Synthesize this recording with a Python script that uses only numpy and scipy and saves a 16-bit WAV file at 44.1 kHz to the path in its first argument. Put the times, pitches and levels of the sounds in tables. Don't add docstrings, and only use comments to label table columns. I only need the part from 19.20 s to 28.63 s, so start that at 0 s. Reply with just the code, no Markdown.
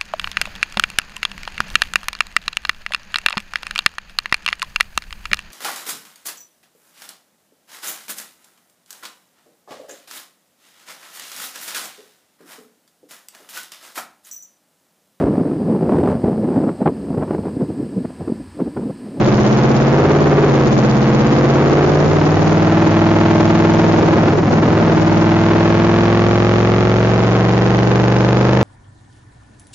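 import sys
import numpy as np
from scipy import signal
from scipy.fft import rfft, irfft, next_fast_len
from scipy.io import wavfile
from scipy.ndimage import map_coordinates

SR = 44100
rng = np.random.default_rng(int(sys.argv[2]) if len(sys.argv) > 2 else 0)


def to_wav(sig):
    pcm = np.clip(np.atleast_2d(sig), -1, 1) * 32767
    pcm = np.round(pcm).astype(np.int16)
    wavfile.write(sys.argv[1], SR, pcm.T)


N = 415849
TIME = np.arange(N) / SR
STEP = 10
COARSE_TIME = np.arange(N // STEP + 1) * STEP / SR


def amp(db):
    return 10 ** (np.asarray(db) / 20)


def curves(rows, t):
    times, *columns = np.transpose(rows)
    return [np.interp(t, times, column) for column in columns]


def wobble(knots_per_s, t):
    return map_coordinates(rng.standard_normal(int(t[-1] * knots_per_s) + 4), [t * knots_per_s])


def filtered(x, response):
    size = next_fast_len(N + SR // 4)
    return irfft(rfft(x, size) * response(np.fft.rfftfreq(size, 1 / SR)), size)[..., :N]


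def highs(x, above_hz):
    return filtered(x, lambda hz: hz ** 4 / (hz ** 4 + above_hz ** 4))


def noise(spectrum, spread):
    freq_hz, level_db = np.transpose(spectrum)
    eq = lambda hz: amp(np.interp(np.log(hz + 1), np.log(freq_hz), level_db))
    mid, side = filtered(rng.standard_normal((2, N)), eq)
    pair = np.array([mid + spread * side, mid - spread * side])
    return pair / pair.std()


def bell(offset, half_width):
    return np.exp(-(offset / half_width) ** 2)


def resonance(hz, centre_hz, width_hz):
    return 1 / (1 + (2 * (hz - centre_hz) / width_hz) ** 2)


def cycles_from(cycles, place):
    return (cycles - place + .5) % 1 - .5


# time_s, cycle_rate_hz
REVS = [(0.0, 15.927), (0.25, 16.095), (0.5, 16.997), (0.7, 17.334), (1.0, 18.421), (1.15, 18.03),
        (1.3, 17.519), (1.55, 16.565), (1.9, 16.723), (2.3, 17.301), (2.55, 17.967), (2.8, 18.628),
        (3.2, 19.54), (3.7, 20.488), (4.2, 20.597), (4.7, 20.69), (5.1, 20.141), (5.28, 19.705),
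        (5.5, 20.747), (5.75, 20.185), (6.3, 20.753), (6.65, 21.142), (7.0, 21.732), (7.6, 22.442),
        (8.3, 23.491), (8.65, 23.85), (9.0, 24.15), (9.43, 25.142)]

def crank(t):
    rate, = curves(REVS, t)
    return rate, np.cumsum(rate) * t[1] - .873


# freq_hz, density_db
WIND_SPECTRUM = [(200, -14), (700, -1.5), (1500, 0), (3000, -7), (5500, -13), (7000, -12.5)]
# time_s, level_db
WIND_LEVEL = [(0, -40.5), (2.8, -40.5), (4, -36), (5.3, -39), (6.2, -39.5), (7.3, -42.5), (8.3, -44),
              (9.43, -37.5)]

def wind():
    level_db, = curves(WIND_LEVEL, TIME)
    return amp(level_db) * noise(WIND_SPECTRUM, spread=0.39)


# freq_hz, density_db
FIZZ_SPECTRUM = [(100, -25.5), (800, -10.5), (2000, 3.5), (3500, -8), (5500, -5.5), (7000, -12.5)]

def fizz(level_db=-43, throb_db=5, clack_db=5):
    _, cycles = crank(TIME)
    pulse = -throb_db * np.cos(4 * np.pi * (cycles - 0.42))
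    clack = clack_db * bell(cycles_from(cycles, place=0.97), half_width=0.36)
    return amp(level_db + pulse + clack) * noise(FIZZ_SPECTRUM, spread=0.089)


# order, centre_hz, width_hz, level_db
TAIL_TONES = [(20, 322, 29, -26), (23, 370, 35, -24), (24, 428, 24, -24), (27, 494, 22, -29.5),
              (21, 433, 18, -30), (29, 597, 25, -30), (31, 572, 25, -31.5), (32, 660, 50, -35.5),
              (33, 750, 50, -31.5), (41, 842, 71, -34), (42, 865, 50, -37), (53, 1300, 110, -36)]
# time_s, level_db
TAIL_LEVEL = [(0, -1), (.7, -3), (1, -5), (1.2, 0), (1.4, 1.5), (1.7, -1.5), (2.6, -2.5), (3.6, -1.5),
              (4.6, -3.5), (5, -9), (5.5, -7), (5.9, -4), (7, -4), (9.43, -1)]

def tail_overtones(waver_db=1.6, drift_rad=0.31, delay_s=0.00037):
    t = COARSE_TIME
    rate, cycles = crank(t)
    angle = 2 * np.pi * (cycles - delay_s * rate)
    tone = np.zeros(len(t))
    for order, centre_hz, width_hz, level_db in TAIL_TONES:
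        order = round(order)
        gain = amp(level_db + waver_db * wobble(5, t)) * resonance(order * rate, centre_hz, width_hz)
        tone += gain * np.sin(order * angle + drift_rad * wobble(8, t))
    fader_db, = curves(TAIL_LEVEL, t)
    return signal.resample_poly(amp(fader_db) * tone, STEP, 1)[:N]


# freq_hz, density_db
BUFFET_SPECTRUM = [(10, -9.5), (40, -8.5), (120, -0.5), (300, -5), (600, -10.5), (1500, -33.5),
                   (5000, -29.5)]
# time_s, buffet_db, ring_db
BUFFET_AND_RING = [(0, -15.5, 1.5), (.6, -11.5, 2), (1.2, -12.5, 0), (1.8, -14.5, 2), (2.6, -12, 2),
                   (3.1, -11.5, -2), (3.6, -18, 0.5), (4.5, -15.5, -0.5), (5, -14, -0.5), (5.2, -10, -10),
                   (5.5, -12, -5.5), (5.75, -16, -1), (6.4, -18, 0), (7.2, -20.5, 0.5), (8, -20.5, 0.5),
                   (8.7, -17, -2.5), (9.43, -18.5, 10.5)]

def slipstream(gust_db=2):
    buffet_db, _ = curves(BUFFET_AND_RING, TIME)
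    return amp(buffet_db + gust_db * wobble(12, TIME)) * noise(BUFFET_SPECTRUM, spread=0.44)


# freq_hz, density_db
BURBLE_SPECTRUM = [(25, -13), (90, 2), (170, 0), (280, -5), (500, -6.5), (900, -25), (2000, -61)]
# time_s, level_db
BURBLE_LEVEL = [(4.3, -37), (4.82, -11), (5.1, -10), (5.3, -7.5), (5.6, -8), (5.8, -19.5), (6.5, -42.5)]

def burble(lumps_db=3):
    level_db, = curves(BURBLE_LEVEL, TIME)
    return amp(level_db + lumps_db * wobble(40, TIME)) * noise(BURBLE_SPECTRUM, spread=0.094)


# peak_s, level_db, pitch_hz, half_length_s
EXHAUST_POPS = [(4.789, -3.5, 340, 0.0057), (4.832, -3.5, 350, 0.0033), (4.885, 3.5, 338, .006),
                (4.933, -0.5, 328, .005), (4.977, 0.5, 343, 0.004), (5.03, 0, 340, .006),
                (5.084, 4, 341, 0.0054), (5.125, 0, 268, .005), (5.153, -10, 430, 0.012),
                (5.192, 2, 334, 0.0044), (5.282, -0.5, 220, .011), (5.34, -5, 332, .004),
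                (5.38, 5, 220, 0.014), (5.431, 3, 342, .004), (5.482, 0, 334, 0.0065),
                (5.579, 3, 364, .004)]

def pops():
    pressure = np.zeros(N)
    since = np.arange(-SR // 20, SR // 20) / SR
    for peak_s, level_db, pitch_hz, half_length_s in EXHAUST_POPS:
        pop = amp(level_db) * bell(since, half_length_s) * np.sin(2 * np.pi * pitch_hz * since)
        start = round((peak_s + since[0]) * SR)
        pressure[start:start + len(pop)] += pop
    return pressure


# time_s, level_db, place_cycles, pitch_hz
BARK_MOVES = [(0, -7, 0.455, 348), (.6, -3.5, .465, 344), (1, -5, .47, 399), (1.25, -0.5, .465, 388),
              (1.6, -6, .465, 337), (2.2, -6, .47, 342), (2.7, -4.5, .48, 399), (3.3, -11, 0.495, 390),
              (4, -17.5, 0.5, 387)]

def bark(half_length_s=0.0088, uneven_db=2, rise_hz_per_s=7000):
    rate, cycles = crank(TIME)
    level_db, place, pitch_hz = curves(BARK_MOVES, TIME)
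    since = cycles_from(cycles, place) / rate
    chirp = np.sin(2 * np.pi * since * (pitch_hz + rise_hz_per_s * since / 2))
    return amp(level_db + uneven_db * wobble(18, TIME)) * bell(since, half_length_s) * chirp


# place_cycles, pitch_hz, half_length_s, level_db, best_rate_hz, rate_half_width_hz
EXHAUST_BLASTS = [(0.191, 378, 0.0024, 2, 18.08, 0.85), (0.19, 395, 0.0014, 6.5, 24.25, 1.3),
                  (0.243, 304, 0.0011, 1.1, 20.8866, 1.06), (0.3806, 135.9, 0.016, -10, 18.21, 2.72),
                  (0.416, 330, 0.0057, 4, 19.5124, 1.52), (0.433, 419, 0.003, -5, 21.92, 3.13),
                  (0.541, 384.6, 0.0047, -4.5, 19.51, 2.95), (0.564, 330, 0.0047, -1.5, 20.62, 3.37),
                  (0.7379, 105.1, 0.00671, 11, 18.6007, 2.315), (0.814, 384, 0.0032, 1, 17.4, 1.1),
                  (0.8414, 367.5, 0.005, 0.76, 19.7737, 2.736),
                  (0.8696, 298.6, 0.0018, 9.5, 20.4798, 2.4871), (0.9879, 108, 0.0156, 3.5, 18.777, 4.07)]

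def blasts(uneven_db=1.16):
    t = COARSE_TIME
    rate, cycles = crank(t)
    pressure = np.zeros(len(t))
    for place, pitch_hz, half_length_s, level_db, best_rate_hz, rate_half_width_hz in EXHAUST_BLASTS:
        since = cycles_from(cycles, place) / rate
        gain = amp(level_db + uneven_db * wobble(20, t)) * bell(rate - best_rate_hz, rate_half_width_hz)
        pressure += gain * bell(since, half_length_s) * np.sin(2 * np.pi * pitch_hz * since)
    return signal.resample_poly(pressure, STEP, 1)[:N]


# centre_s, half_length_s, dip_db
MISFIRES = [(4.84, .01, -8), (5.154, .024, -16), (5.215, .015, -16.5), (5.248, .016, -9.5),
            (5.297, 0.011, -20), (5.409, 0.0059, -16.5)]

def misfire_gain():
    t = TIME[::STEP]
    sag_db = sum(dip_db * bell(t - centre_s, half_s) for centre_s, half_s, dip_db in MISFIRES)
    return np.interp(TIME, t, amp(sag_db))


# order, centre_hz, width_hz, level_db
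ORDER_BOOMS = [(3, 67.8, 22.6, 9), (5, 128.7, 47, 15), (8, 175.7, 109, 25), (11, 234, 42, 20),
               (13, 240.4, 74, 31.5), (16, 354.6, 65, 2), (18, 312, 33, 17), (24, 432, 31, 22),
               (28, 490, 50, 13)]

def boom(order, hz):
    return sum(amp(level_db) * resonance(hz, centre_hz, width_hz)
               for boom_order, centre_hz, width_hz, level_db in ORDER_BOOMS if round(boom_order) == order)


# centre_hz, width_hz, first_cylinder_gain, second_cylinder_gain (signed)
PIPE_MODES = [(48.48, 6.93, -0.19, 0.19), (89.74, 31.4, -0.0994, 0.0215), (132.3, 47.56, 0.2302, -0.2215),
              (149.22, 75.9, -0.13, 0.21), (168.8, 41.8, 0.16, -0.21), (206.3, 3.35, -0.0095, 0.0584),
              (293.2, 63.6, 0.02, -0.02), (336.6, 46, 0.0526, -0.0274), (400, 59.7, 0.00075, 0.0237)]

def pipe(hz):
    centre, width, first, second = np.transpose(PIPE_MODES)
    f = hz[:, None]
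    modes = 1j * f * width / (centre ** 2 - f ** 2 + 1j * f * width)
    return modes @ first, modes @ second


def engine(uneven=0.1, jitter_cycles=0.0011, stumble_cycles=.018, stumble_s=5.26, ring_hz=260):
    t = COARSE_TIME
    rate, cycles = crank(t)
    stray = jitter_cycles + stumble_cycles * bell(t - stumble_s, half_width=.36)
    cycles = cycles + stray * wobble(30, t)
    _, ring_db = curves(BUFFET_AND_RING, t)
    grid_hz = np.arange(SR // 20)
    first, second = pipe(grid_hz)
    firing_gap = 270 / 720
    pressure = np.zeros(len(t))
    for order in range(1, 32):
        hz = order * rate
        lag = np.exp(-2j * np.pi * order * firing_gap)
        both_cylinders = np.interp(hz, grid_hz, first) + np.interp(hz, grid_hz, second) * lag
        ring_share = np.clip(hz / ring_hz - .5, 0, 1)
        gain = (1 + boom(order, hz)) * amp(ring_db * ring_share)
        pressure += (gain * both_cylinders * np.exp(2j * np.pi * order * cycles)).real
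    pressure *= 1 + uneven * wobble(20, t)
    return signal.resample_poly(pressure, STEP, 1)[:N]


# time_s, hum_db, growl_db, treble_db
RASP_EQ = [(0, -0.5, 0, 0), (1.1, 0.5, 0.5, -4), (1.9, 2, -.5, -0.5), (2.6, 0.5, 0, -3),
           (3.15, -2.5, 1, -2), (3.7, 0, 0, -0.5), (4.6, 0, 1, -0.5), (4.9, -1, 1, -2), (5.25, -1, 0, -2.5),
           (5.6, -1.5, 0, -3), (6, -0.5, 0, -0.5), (7.3, -2, -.5, 2), (8.3, -1, -1, 2), (9.43, -1, 1, 0.5)]

def rasp_colour(spikes, hum_hz=315, growl_hz=625, treble_hz=2040, dip_share=0.12):
    def band(centre_hz, octaves):
        return filtered(spikes, lambda hz: bell(np.log2((hz + 1) / centre_hz), octaves))

    bands = band(hum_hz, octaves=0.21), band(growl_hz, octaves=0.55), highs(spikes, treble_hz)
    eq_change = sum(part * (amp(db) - 1) for part, db in zip(bands, curves(RASP_EQ, TIME)))
    return misfire_gain() ** dip_share * (spikes + eq_change)


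# time_s, per_turn_db, per_cycle_db
THROB_DEPTH = [(0, 0, 0), (.6, .5, 0.5), (2, .5, .5), (2.7, 1.5, 0), (4.2, 2.2, 1.2), (5.2, 1, 0.3),
               (6, 1.6, 0.4), (7.2, 2, 0), (8.2, 0, -1), (9.43, -2.2, 0.5)]

def throb(spikes, swell_place=0.41, chug_place=0.42):
    _, cycles = crank(TIME)
    per_turn_db, per_cycle_db = curves(THROB_DEPTH, TIME)
    swell_db = per_turn_db * np.cos(4 * np.pi * (cycles - swell_place))
    chug_db = per_cycle_db * np.cos(2 * np.pi * (cycles - chug_place))
    return spikes + highs(spikes, above_hz=280) * (amp(swell_db + chug_db) - 1)


def scene(right_lead_s=.00009):
    flow = engine() + blasts() + bark() + burble() + slipstream()
    pressure = misfire_gain() * flow + pops()
    lead_s = right_lead_s * np.array([[-.5], [.5]])
    return filtered(pressure, lambda hz: np.exp(2j * np.pi * hz * lead_s))


def record(dry, drive_db=26, rail_db=-9.0, cut_hz=106, cut_q=0.59, dull_hz=2600, top_hz=7450):
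    bias = -0.022 + 0.046 * np.array([[1], [-1]])
    railed = np.tanh(amp(drive_db) * (dry + bias))
    bass_cut = lambda hz: -hz ** 2 / (cut_hz ** 2 - hz ** 2 + 1j * hz * cut_hz / cut_q)
    spikes = amp(rail_db) * filtered(railed, lambda hz: bass_cut(hz) / (1 + 1j * hz / dull_hz))
    mix = throb(rasp_colour(spikes)) + tail_overtones() + fizz() + wind()
    return filtered(mix, lambda hz: np.clip((top_hz - hz) / 600, 0, 1))


dry = scene()
out = record(dry)
to_wav(out)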